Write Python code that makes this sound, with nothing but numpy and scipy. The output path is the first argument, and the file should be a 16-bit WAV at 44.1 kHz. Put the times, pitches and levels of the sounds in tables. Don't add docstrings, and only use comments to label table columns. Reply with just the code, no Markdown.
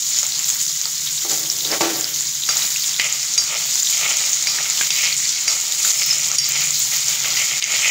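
import sys
import numpy as np
from scipy import signal
from scipy.fft import rfft, irfft
from scipy.io import wavfile
from scipy.ndimage import uniform_filter1d, minimum_filter1d

SR = 44100
rng = np.random.default_rng(int(sys.argv[2]) if len(sys.argv) > 2 else 0)


def generate_wav(signal):
    frames = np.transpose(np.atleast_2d(signal))
    scaled = np.clip(frames, -1, 1) * 32767
    pcm = np.round(scaled).astype(np.int16)
    wavfile.write(sys.argv[1], SR, pcm)


def volts_from_db(level):
    exponent = np.asarray(level, float) / 20
    return 10 ** exponent


N = 348390


def rms_one(x):
    return x / np.sqrt(np.mean(x ** 2) + 1e-20)


def in_time(rows):
    s, *columns = np.transpose(rows)
    return [np.interp(np.arange(N) / SR, s, c) for c in columns]


def while_moving(rows):
    s, db = np.transpose(rows)
    return np.interp(np.arange(N) / SR, s, volts_from_db(db), left=0, right=0)


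def movement(rows, column):
    fade_db = 12
    t = np.arange(0, N, 20) / SR
    power = 0
    for row in rows:
        peak_s, rise_s, fall_s = row[:3]
        before = (peak_s - t) / max(rise_s, .002)
        after = (t - peak_s) / max(fall_s, .002)
        away = np.where(t < peak_s, before, after)
        power = power + volts_from_db(row[column] - fade_db * away) ** 2
    return np.interp(np.arange(N) / SR, t, np.sqrt(power))


def drift(rate_hz):
    r = np.exp(-80 * np.pi * rate_hz / SR)
    noise = rng.standard_normal(N // 40 + 1002)
    slow = signal.lfilter([1], [1, -2 * r, r * r], noise)[1000:]
    return np.interp(np.arange(N) / 40, np.arange(len(slow)), rms_one(slow))


def colour(x, spectrum):
    hz, db = np.transpose(spectrum)
    bins_hz = np.maximum(np.arange(4097) * SR / 8192, 1)
    log_gain = np.interp(np.log(bins_hz), np.log(hz), db) * np.log(10) / 20
    cepstrum = irfft(log_gain)
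    cepstrum[1:4096] *= 2
    cepstrum[4097:] = 0
    return signal.fftconvolve(x, irfft(np.exp(rfft(cepstrum))))[:N]


def ring(clicks, hz, t60_s):
    r = volts_from_db(-60 / (t60_s * SR))
    w = 2 * np.pi * hz / SR
    return signal.lfilter([0, np.sin(w)], [1, -2 * r * np.cos(w), r * r], clicks + 1e-18)


def resonance(x, hz, width_hz):
    r = np.exp(-np.pi * width_hz / SR)
    poles = [1, -2 * r * np.cos(2 * np.pi * hz / SR), r * r]
    return signal.lfilter([(1 - r * r) / 2, 0, (r * r - 1) / 2], poles, x)


def grains(per_s, spread_db):
    at = np.flatnonzero(rng.random(N) < per_s / SR)
    size = volts_from_db(spread_db * np.minimum(rng.exponential(1, len(at)), 4.5))
    out = np.zeros(N)
    out[at] = size * rng.choice([-1, 1], len(at))
    return rms_one(out)


def blows(rows, column):
    out = np.zeros(N)
    out[[round(row[0] * SR) for row in rows]] = volts_from_db(np.array(rows)[:, column])
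    return out


def dying_noise(clicks, t60_s):
    envelope = signal.lfilter([1], [1, -volts_from_db(-60 / (t60_s * SR))], clicks)
    return envelope * rng.standard_normal(N)


def struck(rows, column, modes, scatter_db):
    at = [round(row[0] * SR) for row in rows]
    strengths = rng.normal(0, 1, (len(rows), len(modes))).T
    out = 0
    for k, ((hz, db, t60_s), scatter) in enumerate(zip(modes, strengths)):
        clicks = blows(rows, column)
        clicks[at] *= volts_from_db(db + scatter_db * scatter)
        out = out + ring(clicks, hz, t60_s) * (-1) ** k
    return out


# time_s, sizzle_db, fine_spray_db
FRYING = [(0, -21, -31.5), (.5, -23, -29.5), (1.1, -22.5, -31), (1.4, -23, -28.5), (2.0, -24.5, -28.5),
          (2.4, -23, -32.5), (2.65, -21, -26.5), (2.95, -22.5, -32), (3.5, -22, -35.5), (3.8, -18.5, -28.5),
          (4.15, -19, -32), (4.5, -20, -33), (4.85, -19.5, -28), (5.35, -21.5, -36.5), (5.7, -22, -32),
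          (5.95, -18.5, -27), (6.4, -21.5, -34.5), (6.9, -20.5, -28.5), (7.3, -21.5, -31.5),
          (7.9, -20, -34)]
# hz, level_db
OIL_COLOUR = [(300, -32), (500, -40.5), (900, -30), (1750, -22.5), (2100, -17), (2500, -19.5),
              (3600, -10.5), (5300, -5.5), (6300, -3), (7000, 2), (7700, -7), (8600, -14.5), (11900, -14.5),
              (15600, -6.5)]


def sizzle():
    level_db, spray_db = in_time(FRYING) + surges()
    body_db_per_octave = 1.13 + 1.0 * drift(3.7)
    snaps = grains(250, spread_db=3.5)
    hiss = rng.standard_normal((2, N))
    flares = [sputter(40, t60_s=0.077) for group in range(7)]
    bubbles, spray = 0, 0
    for k, hz in enumerate(np.geomspace(450, 15600, num=40)):
        bursts = grains(.08 * hz, spread_db=2.5) + 0.22 * snaps + 0.49 * hiss[k % 2]
        bursts = bursts * (1 + 0.2 * flares[k // 6])
        patchy_db = 1.4 * drift(7.2) + body_db_per_octave * max(np.log2(6500 / hz), 0)
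        rung = np.sqrt(hz) * rms_one(ring(bursts, hz, 15.5 / hz)) * volts_from_db(patchy_db)
        if hz < 8600:
            bubbles = bubbles + rung
        else:
            spray = spray + rung
    bubbles = rms_one(colour(bubbles, OIL_COLOUR))
    spray = rms_one(colour(spray, OIL_COLOUR))
    return volts_from_db(level_db) * bubbles + volts_from_db(spray_db) * spray


# peak_s, rise_s, fall_s, change_db
FRYING_SURGES = [(.2, .05, .07, 2.5), (.5, 0.039, 0.07, 2), (1.3, 0.02, 0.13, 5), (1.5, .03, .06, 2.5),
                 (1.811, 0.043, 0.037, 9.5), (2.58, 0.14, 0.086, 3.5), (3.8, 0.029, 0.12, 0.5),
                 (4.9, .08, .08, -2), (5.5, 0.027, 0.086, 4.5), (5.9, 0.12, 0.098, 3.5),
                 (6.1, 0.06, .08, 1), (6.8, 0.09, 0.099, 1.5), (7.1, 0.051, .08, 4.5),
                 (7.4, 0.079, 0.11, 2.5), (7.8, .08, 0.091, 0.5)]


def surges():
    t = np.arange(N) / SR
    return sum(np.interp(t, [s - abs(rise), s, s + abs(fall)], [0, db, 0])
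               for s, rise, fall, db in FRYING_SURGES)


def sputter(per_s, t60_s):
    starts = np.abs(grains(per_s, spread_db=2.5))
    flares = signal.lfilter([1], [1, -volts_from_db(-60 / (t60_s * SR))], starts)
    return flares / np.mean(flares)


# start_s, level_db, start_pitch_hz
LARGE_POPS = [(0.1512, -11, 6520), (0.1875, 1.5, 6450), (0.2305, 0, 6500), (0.2659, -4, 7100),
              (0.3922, -2, 6840), (0.4436, -3, 5900), (0.488, -1, 7200), (0.4929, 1, 7340),
              (0.5014, 2.5, 6430), (0.568, -7, 6750), (0.6142, -2, 6700), (0.6656, -4, 5860),
              (0.8144, -1, 6300), (0.855, -3.5, 4600), (1.0721, -8.5, 3480), (1.296, 0, 6760),
              (1.376, -7, 6740), (1.3954, -3, 14740), (1.5003, 3.5, 5300), (1.5156, -4, 5800),
              (1.6078, -8.5, 3730), (1.65, -5, 3630), (1.716, -1.5, 5070), (2.0099, -1, 6700),
              (2.0432, -2, 4800), (2.2081, -1.5, 6980), (2.353, -5, 6500), (2.436, -6, 3660),
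              (2.5696, 3, 6730), (2.6215, -7, 3730), (2.76, -10.5, 2470), (2.8424, -9, 3480),
              (2.8616, -5, 6800), (2.9427, -9.5, 3350), (3.1259, 1.5, 6830), (3.2298, -6, 5200),
              (3.3562, -6, 6500), (3.7561, 1, 6160), (3.8312, 2.5, 6940), (3.8715, -5, 3560),
              (4.1045, -10, 6920), (4.1706, 2, 6100), (4.2144, -6, 6750), (4.2629, -8, 15200),
              (4.3322, 2.5, 6390), (4.4303, -9, 6900), (4.6999, 0, 7040), (4.9635, -12, 6630),
              (5.0416, -9, 7030), (5.0696, -7, 4430), (5.1265, -3, 4200), (5.2541, -6, 4490),
              (5.272, -5, 6400), (5.7227, -1, 7100), (6.0336, -5, 4700), (6.0618, 2, 15200),
              (6.1837, -3, 7050), (6.2468, -5, 6480), (6.2603, -6, 6900), (6.3159, 3, 6230),
              (6.489, 2, 15100), (6.5205, -1, 7000), (6.7072, 1, 7040), (6.78, -13, 7160),
              (6.7926, 2, 15300), (6.85, -3, 6980), (6.9637, -4, 15030), (7.0833, 0, 5800),
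              (7.3399, -12, 4810), (7.641, 8, 6300), (7.7683, -7, 6900), (7.8156, -9, 6940),
              (7.8461, -5, 2320), (7.8546, -10, 2300)]
SMALL_PITCHES = [3700, 4700, 6500, 6600, 7000, 14500]


def small_pops():
    count, mean_db, spread_db = 56, -11, 2
    when, size, kind, detune = rng.random((count, 4)).T
    start_s = when * (N - 1) / SR
    level_db = mean_db + spread_db * 2 * (size - .5)
    pitch_hz = np.take(SMALL_PITCHES, (kind * len(SMALL_PITCHES)).astype(int))
    return list(zip(start_s, level_db, pitch_hz * (.95 + .1 * detune)))


def pops():
    every = LARGE_POPS + small_pops()
    out = np.zeros(N + 400)
    t = np.arange(400) / SR
    for s, db, hz in every:
        cycles = hz * t * (1 + 25 * t)
        swell = np.exp(-cycles / 3.7) * (1 - np.exp(-cycles / 1.9)) * 1.74
        at = round(s * SR)
        out[at:at + 400] += volts_from_db(db) * np.sin(2 * np.pi * cycles) * swell
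    snaps = blows(every, column=1)
    low_snap = volts_from_db(-9.5) * resonance(snaps, 1500, 2500)
    high_snap = volts_from_db(-3) * resonance(snaps, 5300, 5000)
    return out[:N] + low_snap + high_snap


# start_s, level_db
STEAM_PLOPS = [(0.137, -36), (0.228, -23), (0.692, -33), (0.807, -36), (0.854, -26), (2.147, -52)]


def plops():
    thumps = blows(STEAM_PLOPS, column=1)
    burst = dying_noise(thumps, t60_s=0.16) + 4 * thumps
    return volts_from_db(5) * pan_wall(burst, 500, 2300)


# hz, width_hz, level_db
PAN_MODES = [(569, 490, -2.5), (690, 317, 0.5), (874, 103, 0), (1270, 310, 2), (2000, 400, -6),
             (2176, 142, 0.5), (2400, 240, -0.5), (2650, 400, -7), (3030, 720, -4.5)]


def pan_wall(x, low_hz, high_hz):
    out = 0
    for k, (hz, width_hz, db) in enumerate(PAN_MODES):
        if low_hz < hz < high_hz:
            mode = resonance(resonance(x, hz, width_hz), hz, width_hz)
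            out = out + volts_from_db(db) * mode * (-1) ** k
    return out


def spoon():
    return scraping() + tap_clicks() + pan_clang() + squeak() + spoon_ring()


# peak_s, rise_s, fall_s, scrape_db, push_db
STIR_STROKES = [(2.49, 0.0096, 0.12, -46, -33.5), (2.62, .08, 0.1, -36, -58), (2.84, .02, 0.079, -37, -55),
                (3.0, 0.013, .2, -26, -37), (3.38, 0.017, 0.059, -36, -38.5),
                (3.53, 0.054, 0.12, -26.5, -33), (3.92, .03, .08, -31, -42),
                (4.04, 0.082, 0.27, -23.5, -33.5), (4.47, 0.017, 0.09, -32.5, -38),
                (4.59, 0.027, .2, -32.5, -37), (4.82, 0.024, 0.051, -39, -51),
                (4.93, 0.066, 0.11, -28.5, -42), (5.06, 0.13, 0.09, -22, -39),
                (5.25, 0.053, 0.062, -34, -63), (5.37, 0.026, 0.11, -33.5, -50),
                (5.48, 0.018, .2, -31, -36.5), (5.8, 0.039, 0.046, -31, -41.5),
                (5.86, 0.02, 0.16, -34, -36), (6.02, 0.18, .03, -26.5, -40),
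                (6.11, 0.076, 0.28, -29.5, -42.5), (6.32, 0.066, 0.046, -33, -36.5),
                (6.58, 0.12, 0.18, -26.5, -40), (6.93, 0.017, 0.17, -29.5, -40.5),
                (7.1, .04, 0.21, -31.5, -43), (7.27, 0.057, 0.066, -32, -36.5),
                (7.41, 0.08, 0.11, -25.5, -38), (7.52, .04, 0.069, -28.5, -40.5),
                (7.62, 0.012, .08, -25, -46), (7.73, 0.096, .12, -23, -35), (7.85, 0.045, 0.12, -17, -33.5)]


def scraping():
    glide_from_s, glide_scrape_db, glide_push_db = 2.8, -61.5, -70
    rough = grains(900, spread_db=3.0)
    gliding = np.arange(N) / SR > glide_from_s
    scrape_gain = movement(STIR_STROKES, column=3) + gliding * volts_from_db(glide_scrape_db)
    push_gain = movement(STIR_STROKES, column=4) + gliding * volts_from_db(glide_push_db)
    scrape = scrape_gain * rms_one(pan_wall(rough, 1500, 4000))
    push = push_gain * rms_one(pan_wall(rough, 0, 1500))
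    return scrape + push


# start_s, click_db, click_hz, spoon_ring_db, pan_clang_db
SPOON_TAPS = [(2.489, -11, 1290, -18, -19), (2.997, -2.5, 2160, -28, -11), (3.378, -9, 2310, -13, -36),
              (3.911, -34, 1200, -36, -30), (4.471, -9, 2220, -16.5, -42), (4.586, -10.5, 1880, -42, -30),
              (4.655, -23, 1530, -42, -22), (4.811, -7.5, 1630, -43, -20.5), (4.905, -0.5, 2700, -22, -35),
              (4.986, -11, 2570, -40, -17), (5.479, -8, 2300, -17.5, -33), (5.849, -14, 1500, -39, -31),
              (6.384, -1.5, 4230, -10.5, -20), (6.932, -18, 2000, -40, -25), (7.245, -20, 1500, -37, -17),
              (7.368, -20, 2130, -42, -15), (7.511, -11, 2220, -42, -19), (7.624, 5.5, 3080, -22, -11),
              (7.845, -20, 2400, -40, -22)]


def tap_clicks():
    out = np.zeros(N + 900)
    t = np.arange(900) / SR
    noises = rng.standard_normal((len(SPOON_TAPS), 900))
    for (s, db, hz, *_), noise in zip(SPOON_TAPS, noises):
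        band = signal.butter(3, [hz / 1.26, hz * 2.24], "band", fs=SR, output="sos")
        burst = signal.sosfilt(band, noise * volts_from_db(-60 * t / 0.017))
        clank = 0.4 * np.sin(2 * np.pi * hz * t) * volts_from_db(-60 * t / 0.021)
        click = burst + clank
        at = round(s * SR)
        out[at:at + 900] += volts_from_db(db) * click / np.abs(click).max()
    return out[:N]


def pan_clang():
    taps = blows(SPOON_TAPS, column=4)
    lasting = pan_wall(dying_noise(taps, t60_s=0.47) + 9 * taps, 1500, 2300)
    brief = pan_wall(dying_noise(taps, t60_s=0.31) + 12 * taps, 2300, 4000)
    return volts_from_db(6.5) * lasting + volts_from_db(6.5) * brief


# hz, level_db, t60_s
SPOON_MODES = [(4770, -1, .3), (4830, -4, .12), (5525, -4, .28), (5790, 1, .045), (4788, -7, .26),
               (6500, 2, .08), (5580, -6, .14), (7000, -2, .05), (8450, -10, .03), (9700, -6, .04),
               (11050, -13, .025)]


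def spoon_ring():
    return struck(SPOON_TAPS, 3, SPOON_MODES, scatter_db=1.5) * volts_from_db(2 * drift(45))


# time_s, level_db
RIM_SQUEAK = [(5.9, -42), (5.936, -24.5), (5.956, -24), (6.026, -20), (6.048, -28), (6.104, -23),
              (6.18, -33)]


def squeak():
    pitch_hz = 5255 + 30 * drift(40)
    phase = 2 * np.pi * np.cumsum(pitch_hz) / SR
    return while_moving(RIM_SQUEAK) * volts_from_db(4.4 * drift(40)) * np.sin(phase)


# peak_s, rise_s, fall_s, level_db
SPOON_DRAG = [(1.316, 0.046, .07, -27.5), (1.4, .04, 0.3, -37), (1.66, 0.022, .05, -33.5),
              (1.728, 0.034, 0.062, -19.5), (1.809, 0.0031, 0.067, -12), (1.9, 0.033, 0.15, -26)]
# start_s, strength_db
STOVE_KNOCKS = [(1.248, -26), (1.305, -27), (1.65, -34), (1.719, -31), (1.8075, -7), (1.957, -28)]
# hz, level_db, t60_s
STOVE_MODES = [(330, -2, 0.38), (364, 7.5, 0.089), (457, -4, 0.18), (503, -16, 0.17), (589, -2, 0.23),
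               (720, -3.5, 0.45), (805, 0, 0.25), (904, 1, 0.17), (1162, 0, 0.12), (1360, -5, .15),
               (1620, -18, 0.1), (2000, -8, .12), (2370, -10, .12)]
# hz, level_db
RUSTLE_COLOUR = [(150, -28), (300, 4), (800, -8), (1500, -5), (3000, -8), (6000, -9), (12000, -31)]


def stove_top():
    rub = grains(2500, spread_db=1.5)
    rung = rms_one(sum(volts_from_db(db) * ring(rub, hz, 0.26 * t60_s) for hz, db, t60_s in STOVE_MODES))
    rustle = rms_one(colour(rub, RUSTLE_COLOUR))
    drag = movement(SPOON_DRAG, column=3) * (0.53 * rung + 0.96 * rustle)
    knocked = volts_from_db(-12.5) * struck(STOVE_KNOCKS, 1, STOVE_MODES, scatter_db=-1.5)
    burst = dying_noise(blows(STOVE_KNOCKS, column=1), t60_s=.07)
    thud = volts_from_db(6.5) * resonance(burst, hz=560, width_hz=680)
    return drag + knocked + thud


def room(x):
    t60_s, tail_db = 0.14, -10
    t = np.arange(int(.5 * SR)) / SR
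    tail = rng.standard_normal(len(t)) * volts_from_db(-60 * t / t60_s) * (t > .004)
    tail = tail / np.sqrt(np.sum(tail ** 2))
    return x + volts_from_db(tail_db) * signal.fftconvolve(x, tail)[:N]


# hz, level_db
KITCHEN_COLOUR = [(15, -63), (25, -17), (107, -1.5), (144, -1.5), (165, 11), (186, -9), (320, -1),
                  (472, -16), (687, -40), (900, -13), (1170, -43), (1980, -120)]
# time_s, level_db
FAN_LEVEL = [(0, -52), (.8, -52), (1.1, -47), (2.0, -50), (3.4, -53), (4.2, -54), (5.4, -51.5), (5.7, -67),
             (6.0, -47.5), (6.7, -45), (7.3, -48), (7.9, -51)]


def background():
    kitchen_db, fan_hz, fan_width_hz = -54, 140.8, 31
    fan = resonance(rng.standard_normal(N), fan_hz, fan_width_hz)
    fan = resonance(fan, fan_hz, fan_width_hz)
    rumble = rms_one(colour(rng.standard_normal(N), KITCHEN_COLOUR))
    return volts_from_db(kitchen_db) * rumble + while_moving(FAN_LEVEL) * rms_one(fan)


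def scene():
    near = room(sizzle() + pops() + plops() + spoon() + stove_top())
    bass_cut = signal.butter(3, 170, "high", fs=SR, output="sos")
    sound = signal.sosfilt(bass_cut, near) + background()
    return np.array([sound, sound])


def roll_off(x):
    return signal.sosfilt(signal.butter(12, 16860, fs=SR, output="sos"), x)


def record(dry):
    ceiling_db, look_ahead_s, release_db_per_s, top_hz = -2.1, .025, 82, 15680
    ahead = int(look_ahead_s * SR)
    over_db = np.maximum(20 * np.log10(np.abs(dry[0]) + 1e-9) - ceiling_db, 0)
    coming_db = -minimum_filter1d(-over_db, size=ahead + 1, origin=-(ahead // 2))
    slope_db = release_db_per_s * np.arange(N) / SR
    held_db = np.maximum.accumulate(coming_db + slope_db) - slope_db
    turned_down = dry * volts_from_db(-uniform_filter1d(held_db, size=90))
    limited = np.clip(turned_down, -volts_from_db(ceiling_db), volts_from_db(ceiling_db))
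    top_cut = signal.ellip(12, .5, 70, top_hz, fs=SR, output="sos")
    mix = signal.sosfilt(top_cut, limited)
    return roll_off(mix)


dry = scene()
out = record(dry)
generate_wav(out)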